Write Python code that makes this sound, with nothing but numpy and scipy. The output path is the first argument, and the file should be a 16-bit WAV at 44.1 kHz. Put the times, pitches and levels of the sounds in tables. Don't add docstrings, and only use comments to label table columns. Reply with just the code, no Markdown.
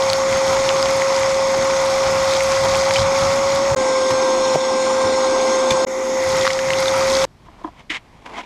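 import sys
import numpy as np
from scipy import signal
from scipy.fft import rfft, irfft, next_fast_len
from scipy.io import wavfile
from scipy.ndimage import uniform_filter1d, map_coordinates

SR = 44100
rng = np.random.default_rng(int(sys.argv[2]) if len(sys.argv) > 2 else 0)


def store_wav(level_fs):
    pcm = np.round(np.clip(np.atleast_2d(level_fs), -1, 1) * 32767)
    wavfile.write(sys.argv[1], SR, pcm.T.astype(np.int16))


def how_loud(loudness_db):
    steps = np.asarray(loudness_db, float) / 20
    return 10 ** steps


N = 372689

# start in seconds, end in seconds, fade-in in seconds (unused at start 0).
SCENES = [(0, 3.7478, .001), (3.7585, 5.850, .007), (5.861, 7.2522, .010), (7.2522, 8.46, .001)]
# whine fundamental in dB rms,
# drum boom in dB at usual suction, exhaust roar in dB, fan hiss in dB before the arm's echo.
MACHINE = [(-18, -35.5, -25.5, -28.5), (-17.5, -34, -25, -28), (-16, -30.5, -24.5, -26.5)]


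def unit(x):
    return x / np.sqrt(np.mean(x ** 2) + 1e-20)


def curves(rows):
    s, *cols = np.transpose(rows)
    return [np.interp(np.arange(N) / SR, s, col) for col in cols]


def wobble(rate_hz):
    knots = rng.standard_normal(int(N * rate_hz / SR) + 4)
    return map_coordinates(knots, [np.arange(N) * rate_hz / SR])


def filtered(x, response):
    m = next_fast_len(N + 8192)
    return irfft(rfft(x, m) * response(np.fft.rfftfreq(m, 1 / SR)), m)[:N]


def coloured(x, spectrum):
    f, db = np.transpose(spectrum)
    return unit(filtered(x, lambda hz: how_loud(np.interp(np.log(hz + 1), np.log(f), db, -120, -120))))


def turbulence(patchy_db):
    z = signal.stft(rng.standard_normal(N), nperseg=512)[2]
    field = uniform_filter1d(rng.standard_normal(z.shape), size=6, axis=0)
    field = uniform_filter1d(field, size=10, axis=1)
    return signal.istft(z * how_loud(patchy_db * unit(field)), nperseg=512)[1][:N]


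def grains(rate_hz, spread_db, life_s, bed):
    size = how_loud(spread_db * rng.exponential(size=N).clip(0, 3))
    hits = (rng.random(N) < rate_hz / SR) * size
    decay = signal.lfilter([1], [1, -np.exp(-1 / (life_s * SR))], hits)
    return (bed + decay) * rng.standard_normal(N)


def gate(start, end, fade_s):
    t = np.arange(N) / SR
    if not start:
        return 1. * (t < end)
    return np.clip((t - start) / fade_s, 0, 1) ** 2 * (t < end)


def machine_db(column):
    ends = [row[1] for row in SCENES[:2]]
    return np.asarray(MACHINE)[np.searchsorted(ends, np.arange(N) / SR), column]


def add(track, s, sound):
    part = track[round(s * SR):][:len(sound)]
    part += sound[:len(part)]


def swells(rows):
    level, t = np.zeros(N), np.arange(SR // 2) / SR
    for s, db, swell_ms in rows:
        u = t / (swell_ms / 1000)
        add(level, s, how_loud(db) * (u * np.exp(1 - u)) ** 2)
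    return level


def blows(rows, crack):
    out, t = np.zeros(N), np.arange(SR // 8) / SR
    for s, db, hz, swell_ms in rows:
        u = t / (max(swell_ms, .3) / 1000)
        rough = 1 + crack * uniform_filter1d(rng.standard_normal(len(t)), size=5)
        side_ratios = rng.uniform(0.582, 1.843, size=3)
        side_modes = np.sin(2 * np.pi * np.outer(side_ratios, hz * t)).sum(axis=0)
        ring = np.sin(2 * np.pi * hz * t) + crack * 0.2 * side_modes
        ring += crack * 0.084 * rng.standard_normal(len(t))
        add(out, s, -how_loud(db) * (u * np.exp(1 - u)) ** 2 * rough * ring)
    return out


def whine(pitch_rows, db, orders_db):
    multiples = (2, 3, 5, 7, 8, 12)
    pitch_hz, = curves(pitch_rows)
    phase = 2 * np.pi * np.cumsum(pitch_hz + 0.62 * wobble(25)) / SR
    tone = how_loud(0.067 * wobble(40)) * np.sin(phase)
    for k, order_db in zip(multiples, orders_db):
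        level = how_loud(order_db + 1.4 * wobble(30))
        tone += level * np.sin(k * phase + .08 * k * wobble(40))
    return np.sqrt(2) * how_loud(db) * tone


def motor():
    # time in seconds, pitch in Hz.
    pitch_hz = [
        [(.1, 536.4), (.5, 537.2), (.9, 539.2), (1.3, 537.5), (2.1, 536.6), (2.7, 538.5), (3.1, 542),
         (3.3, 545.4), (3.6, 547)],
        [(3.8, 526.0), (5.8, 525.8)],
        [(5.9, 526.4), (6.3, 526.7), (6.5, 529.7), (6.7, 532.4), (7.2, 535)],
    ]
    # dB re the fundamental for multiples 2, 3, 5, 7, 8, 12.
    orders_db = [(-16, -36, -45, -42, -45, -45), (-12, -19, -32, -31, -36, -32),
                 (-24, -30, -45, -34, -45, -45)]
    return sum(gate(*span) * whine(pitch, levels[0], orders)
               for span, pitch, levels, orders in zip(SCENES, pitch_hz, MACHINE, orders_db))


def nozzle_db():
    # time in seconds, level in dB before its flutter, added grit and the dips.
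    nozzle_rows = [(0, -31.5), (.7, -30.5), (1.4, -32), (2, -31), (2.5, -27.5), (3.1, -30), (3.75, -34.5),
                   (3.76, -43), (4.5, -41.5), (5.85, -41.5), (5.87, -42), (6.12, -40), (6.3, -29.5),
                   (6.5, -27), (7.25, -27)]
    return curves(nozzle_rows)[0]


def harder_db():
    return nozzle_db() + 32


def sucked_grit():
    # Hz, relative dB per Hz.
    grit_spectrum = [(700, 9), (1300, 14), (2500, 8.5), (3500, -2), (6000, -23), (12000, -63)]
    # Hz, relative dB per Hz.
    sand_spectrum = [(2000, -51), (3200, 9.5), (5000, 7.5), (7500, -1), (10000, -12), (14000, -33),
                     (16500, -81)]
    # Hz, relative dB per Hz.
    chip_spectrum = [(5000, -30), (7500, -0.5), (9500, -1), (12000, -8), (15000, -22), (16500, -60)]
    # start in seconds, peak in dB re the steady stream, swell in ms.
    loads = [(.07, -3, 50), (.72, -4, 70), (1.12, -4, 70), (2.27, -1, 80), (2.62, -2, 90), (2.86, 0, 80),
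             (6.33, -1, 80), (6.77, -1, 70), (7.04, -3, 60)]
    stream = how_loud(1.5 * wobble(9)) + swells(loads)
    sand = coloured(grains(450, spread_db=3, life_s=.0012, bed=0), sand_spectrum)
    chips = coloured(grains(25, spread_db=3, life_s=.0015, bed=0), chip_spectrum)
    pebbles = coloured(grains(220, spread_db=2.5, life_s=.001, bed=0), grit_spectrum)
    return stream * (how_loud(-5.5) * sand + how_loud(-21) * chips) + how_loud(-3 + 0.47 * wobble(8)) * pebbles


def suction():
    # Hz, relative dB per Hz.
    rush_spectrum = [(700, -9), (1300, 7), (1700, -7), (2200, 1.5), (3000, -12), (5000, -1.5), (7000, -8.5),
                     (9000, -17), (12000, -23.5), (15000, -34), (16500, -70)]
    rush = how_loud(0.33 * wobble(20)) * coloured(turbulence(patchy_db=-2.0), rush_spectrum)
    digging = 1 - gate(*SCENES[1])
    return how_loud(nozzle_db() + 1.3 * wobble(12)) * (rush + digging * sucked_grit())


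def off_arm(x):
    # time in seconds, notch in Hz.
    arm_rows = [(3.76, 7300), (3.92, 7600), (4.05, 7150), (4.28, 7000), (4.53, 7700), (4.7, 7250),
                (5.02, 8100), (5.25, 7300), (5.6, 7000), (5.85, 7400)]
    notch_hz, = curves(arm_rows)
    treble = filtered(x, lambda hz: 1 / (1 + (6000 / (hz + 1)) ** 12) / (1 + (hz / 9300) ** 12))
    echo = map_coordinates(treble, [np.arange(N) - 5.5 * SR / notch_hz])
    return x + how_loud(-4.5) * gate(*SCENES[1]) * echo


def hiss():
    # centre in Hz, width in Hz, relative gain in dB.
    modes = [(2000, 220, 1.5), (2324, 250, -0.5), (3604, 530, -1.5), (3855, 110, -1.5), (4177, 90, 1.5),
             (4883, 170, 0), (5420, 250, 1.5), (5870, 36, -0.5), (5900, 240, -34), (6430, 121, 4),
             (7020, 860, -6), (7190, 187, 0.5), (8060, 5600, -18), (9070, 160, -14), (10100, 420, -40),
             (10940, 170, -9), (13000, 3000, -55)]
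    # Hz, relative gain in dB.
    paths = [
        [(1200, -21), (1900, 2), (4200, -6), (6500, 0), (9000, -6), (9600, -7.5), (10900, -20), (11800, -15),
         (16000, -25)],
        [(1200, -35), (1900, 3), (4200, 1), (6500, 2.5), (9000, 1.5), (9600, -11), (10900, -6), (11800, -13),
         (16000, -22)],
        [(1200, -20), (1900, 9), (4200, -5.5), (6500, 5.5), (9000, -2.5), (9600, -3), (10900, -6), (11800, -3),
         (16000, -17)],
    ]

    def housing(f):
        total = 0
        for k, (centre_hz, width_hz, db) in enumerate(modes):
            damping = 1j * f * width_hz
            total = total + (-1) ** k * how_loud(db) * damping / (centre_hz ** 2 - f * f + damping)
        return total

    fan = filtered(turbulence(patchy_db=1.5), housing)
    heard = sum(gate(*span) * coloured(fan, path) for span, path in zip(SCENES, paths))
    return how_loud(machine_db(3) + 0.3 * wobble(11)) * off_arm(heard)


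def roar():
    # Hz, relative dB per Hz.
    roar_spectrum = [(300, -44), (450, -8), (620, -3), (900, 4), (1150, 0.5), (1280, -5.5), (1450, -5),
                     (1750, -19), (2200, -44)]
    return how_loud(machine_db(2) + 0.3 * wobble(7.6)) * coloured(turbulence(patchy_db=1.5), roar_spectrum)


def boom():
    # Hz, relative dB per Hz.
    boom_spectrum = [(150, -41), (210, -7), (240, -1), (300, -4.5), (358, -2.5), (400, -2), (480, -11),
                     (600, -33), (800, -60)]
    level_db = machine_db(1) - 0.46 * harder_db() + 1.04 * wobble(12)
    return how_loud(level_db) * coloured(turbulence(patchy_db=0.5), boom_spectrum)


def stones():
    # start in seconds, nominal peak in dB before the filter, ring in Hz, swell in ms (0.3 at least).
    stone_rows = [(.023, -13, 3500, .39), (.100, -8, 4440, 0.78), (.132, -6.5, 4430, 0.57),
                  (.327, -17, 2160, 0.99), (.691, -6, 3180, 0.34), (.827, -10.5, 5000, .69),
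                  (.858, -13.5, 3070, 0.7), (1.019, -13.5, 2000, 1.3), (1.163, -15, 5460, .8),
                  (1.2326, -9.5, 2110, 0.76), (1.709, -14, 2270, 1), (1.861, -18, 9500, 1),
                  (2.336, -12, 3830, 0.49), (2.35, -18, 3700, 1.1), (2.406, -10, 2150, .93),
                  (2.519, -14, 5330, 0.8), (2.748, -13.5, 2400, .7), (2.909, -6, 2080, 0.49),
                  (2.959, -7.5, 2380, 0.88), (2.9635, -14.5, 3050, 2.9), (3.7015, -14, 1610, .57),
                  (6.3674, -16, 2950, 0.18), (6.450, -13, 1900, 1.8), (6.4665, -8, 1150, 1.4),
                  (6.4762, -5.5, 1220, 1.1), (6.504, -12, 2040, 1.4), (6.59, -14.5, 1690, 1.1),
                  (6.651, -18, 2000, 1.1), (6.704, -9, 2050, 1.3), (6.734, -13, 2740, 0.68),
                  (6.880, -12.5, 3580, 2), (7.133, -22, 3970, .7)]
    middle = lambda hz: 1 / (1 + (hz / 8500) ** 4) / (1 + (800 / (hz + 1)) ** 4)
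    return filtered(blows(stone_rows, crack=1.19), middle)


def thuds():
    # start in seconds, nominal peak in dB, ring in Hz, swell in ms.
    thud_rows = [(3.715, -15, 121, 7), (4.105, -8.5, 1040, 2.2), (4.115, -26, 137, 12),
                 (4.5565, -1, 566, 1.3), (4.559, -26.5, 140, 8), (5.04, -31, 111, 8.9),
                 (5.706, -14, 3520, 3.1), (5.706, -28, 111, 8.9)]
    return blows(thud_rows, crack=0.078)


def rasps():
    # start in seconds, peak in dB, swell in ms.
    rasp_rows = [(4.1, -25.5, 8.7), (4.53, -30, 14), (5.703, -17, 4.8), (5.717, -24, 4.3)]
    # Hz, relative dB per Hz.
    rasp_spectrum = [(800, -15), (2000, 11), (3500, 3), (7000, 4), (9000, -12), (12000, -14), (15500, -36)]
    return swells(rasp_rows) * coloured(rng.standard_normal(N), rasp_spectrum)


def rubbing():
    # Hz, relative dB per Hz.
    dull_spectrum = [(200, -2.5), (400, -7), (750, -4.5), (1000, -1), (1400, -15), (2200, -29), (5000, -30),
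                     (10000, -44), (16000, -65)]
    # Hz, relative dB per Hz.
    bright_spectrum = [(400, -38), (1000, -13), (1700, -0.5), (2150, 8.5), (2600, -0.5), (3200, 1),
                       (4500, -13.5), (7000, -18), (11000, -36), (16000, -60)]
    # time in seconds, level in dB.
    touch_rows = [(7.26, -69), (7.42, -55), (7.5, -50), (7.83, -51.5), (7.89, -64), (8.0, -53), (8.25, -49),
                  (8.45, -44)]
    # start in seconds, rise in seconds, hold in seconds, level in dB,
    # brightness 0-1.
    strokes = [(7.435, 0.03, .005, -50, .17), (7.559, 0.051, .01, -45, 0), (7.635, .006, .04, -41, 0),
               (7.756, 0.042, 0.013, -44, .6), (7.896, 0.0037, 0.0071, -28, 1),
               (7.897, 0.0056, 0.065, -25.5, 0.84), (8.254, 0.0067, .004, -32.5, 0.4),
               (8.226, 0.067, 0.055, -41, 0.16), (8.306, .05, .02, -33.5, .45),
               (8.369, 0.011, 0.029, -29.5, .5), (8.426, .01, .01, -46, 0.7)]
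    rise_db, release_db_per_s = 23, 1200
    t = np.arange(N) / SR
    slips = grains(600, spread_db=3, life_s=.001, bed=2.8)
    dull, sharp = coloured(slips, dull_spectrum), coloured(slips, bright_spectrum)

    def mix(bright):
        bright = np.clip(bright, 0, 1)
        return (1 - bright) * dull + bright * sharp

    out = how_loud(curves(touch_rows)[0]) * mix(0.28)
    for s, rise_s, hold_s, db, bright in strokes:
        short_db = rise_db * np.clip(1 - (t - s) / rise_s, 0, 5)
        short_db += release_db_per_s * np.clip(t - s - rise_s - hold_s, 0, .1)
        out += how_loud(db - short_db) * mix(bright)
    return out


def knocks():
    # start in seconds, level in dB before 5.5 dB of gain, share of the deep mode 0-1.
    knock_rows = [(7.4835, -29, 0.4), (7.615, -37, 0), (7.644, -10.5, 0.55), (7.674, -23, 0.4),
                  (7.684, -32, 0.2), (7.898, -23.5, 1), (8.2585, -28.5, 0), (8.381, -18.5, 0.1),
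                  (8.391, -29, 0.2), (8.403, -34, 0.3)]
    # Hz, relative dB before a random spread, t60 in seconds.
    drum_modes = [(313, 5.5, 0.047), (700, -4.5, 0.036), (995, 3.5, 0.025), (1250, -14, 0.04),
                  (1670, -13, .02), (2000, -22, .02), (3300, -24, .015)]
    out, t = np.zeros(N), np.arange(SR // 5) / SR
    for s, db, deep in knock_rows:
        rings = []
        for hz, level_db, t60_s in drum_modes:
            decay = how_loud(level_db + 1.5 * rng.normal() - 60 * t / t60_s)
            build = (1 - np.exp(-t * hz / 2.2)) ** 2
            rings.append(decay * build * np.sin(2 * np.pi * hz * t))
        deep = np.clip(deep, 0, 1)
        add(out, s, how_loud(db + 5.5) * (deep * rings[0] + (1 - deep) * sum(rings[1:])))
    return out


def wind():
    # Hz, relative dB per Hz.
    buffet_spectrum = [(15, -37), (35, -13), (80, -2.5), (130, -2.5), (200, -5), (320, -30)]
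    # start in seconds, peak in dB, swell in ms.
    gusts = [(.07, -44, 22), (.31, -35, 25), (.46, -40, 34), (.95, -42, 22), (1.57, -40, 22),
             (2.04, -36, 36), (2.44, -38, 23), (2.57, -36, 100), (2.96, -28, 46), (3.17, -32.5, 62),
             (3.52, -33, 8.3), (3.69, -35, 39), (4.1, -39, 20), (4.54, -31, 15), (5.03, -31, 18),
             (5.69, -31, 25), (6.22, -34, 54), (6.65, -38, 30), (6.97, -38, 24)]
    level = how_loud(-38.5 + 0.77 * harder_db() + 0.99 * wobble(10)) + swells(gusts)
    return level * coloured(rng.standard_normal(N), buffet_spectrum)


def rumble():
    # Hz, relative dB per Hz.
    rumble_spectrum = [(12, -20), (22, 0), (40, -8), (70, -17), (100, -50)]
    return how_loud(-50.5) * coloured(rng.standard_normal(N), rumble_spectrum)


def outdoors():
    # Hz, relative dB per Hz.
    outdoor_spectrum = [(15, -37.5), (25, 2.5), (91, -4.5), (168, -4.5), (485, -19), (802, -20), (966, -20),
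                        (1640, -26), (2190, -28), (4990, -32.5), (14000, -49)]
    return how_loud(-48.5) * coloured(turbulence(patchy_db=1.2), outdoor_spectrum)


def dips():
    # deepest moment in seconds, depth in dB, recovery time constant in seconds.
    dip_rows = [(.11, 2.5, 0.094), (3.76, 0.8, 0.21), (4.565, 3, 0.21), (5.861, 9, 0.36), (6.47, 4.5, 0.52)]
    fall_s = 0.014
    t = np.arange(N) / SR
    down_db = np.zeros(N)
    for s, db, back_s in dip_rows:
        for start, end, _ in SCENES:
            if start <= s + fall_s < end:
                fall = np.clip((t - s) / fall_s + 1, 0, 1)
                back = np.exp(-np.clip(t - s, 0, None) / back_s)
                down_db += db * fall * back * (t < end)
    return how_loud(-down_db)


def scene():
    gates = [gate(*row) for row in SCENES]
    dip = dips()
    air = suction() + hiss() + roar() + boom() + wind()
    work = dip * (air + rumble()) + stones() + thuds() + rasps()
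    lifting = rubbing() + knocks() + outdoors()
    return (dip * motor() + sum(gates[:3]) * work + gates[3] * lifting)[None]


def low_pass(x):
    return signal.sosfilt(signal.butter(12, 15750, fs=SR, output="sos"), x)


def record(dry):
    limited = filtered(dry[0], lambda hz: hz < 15500)[None]
    return low_pass(limited)


dry = scene()
out = record(dry)
store_wav(out)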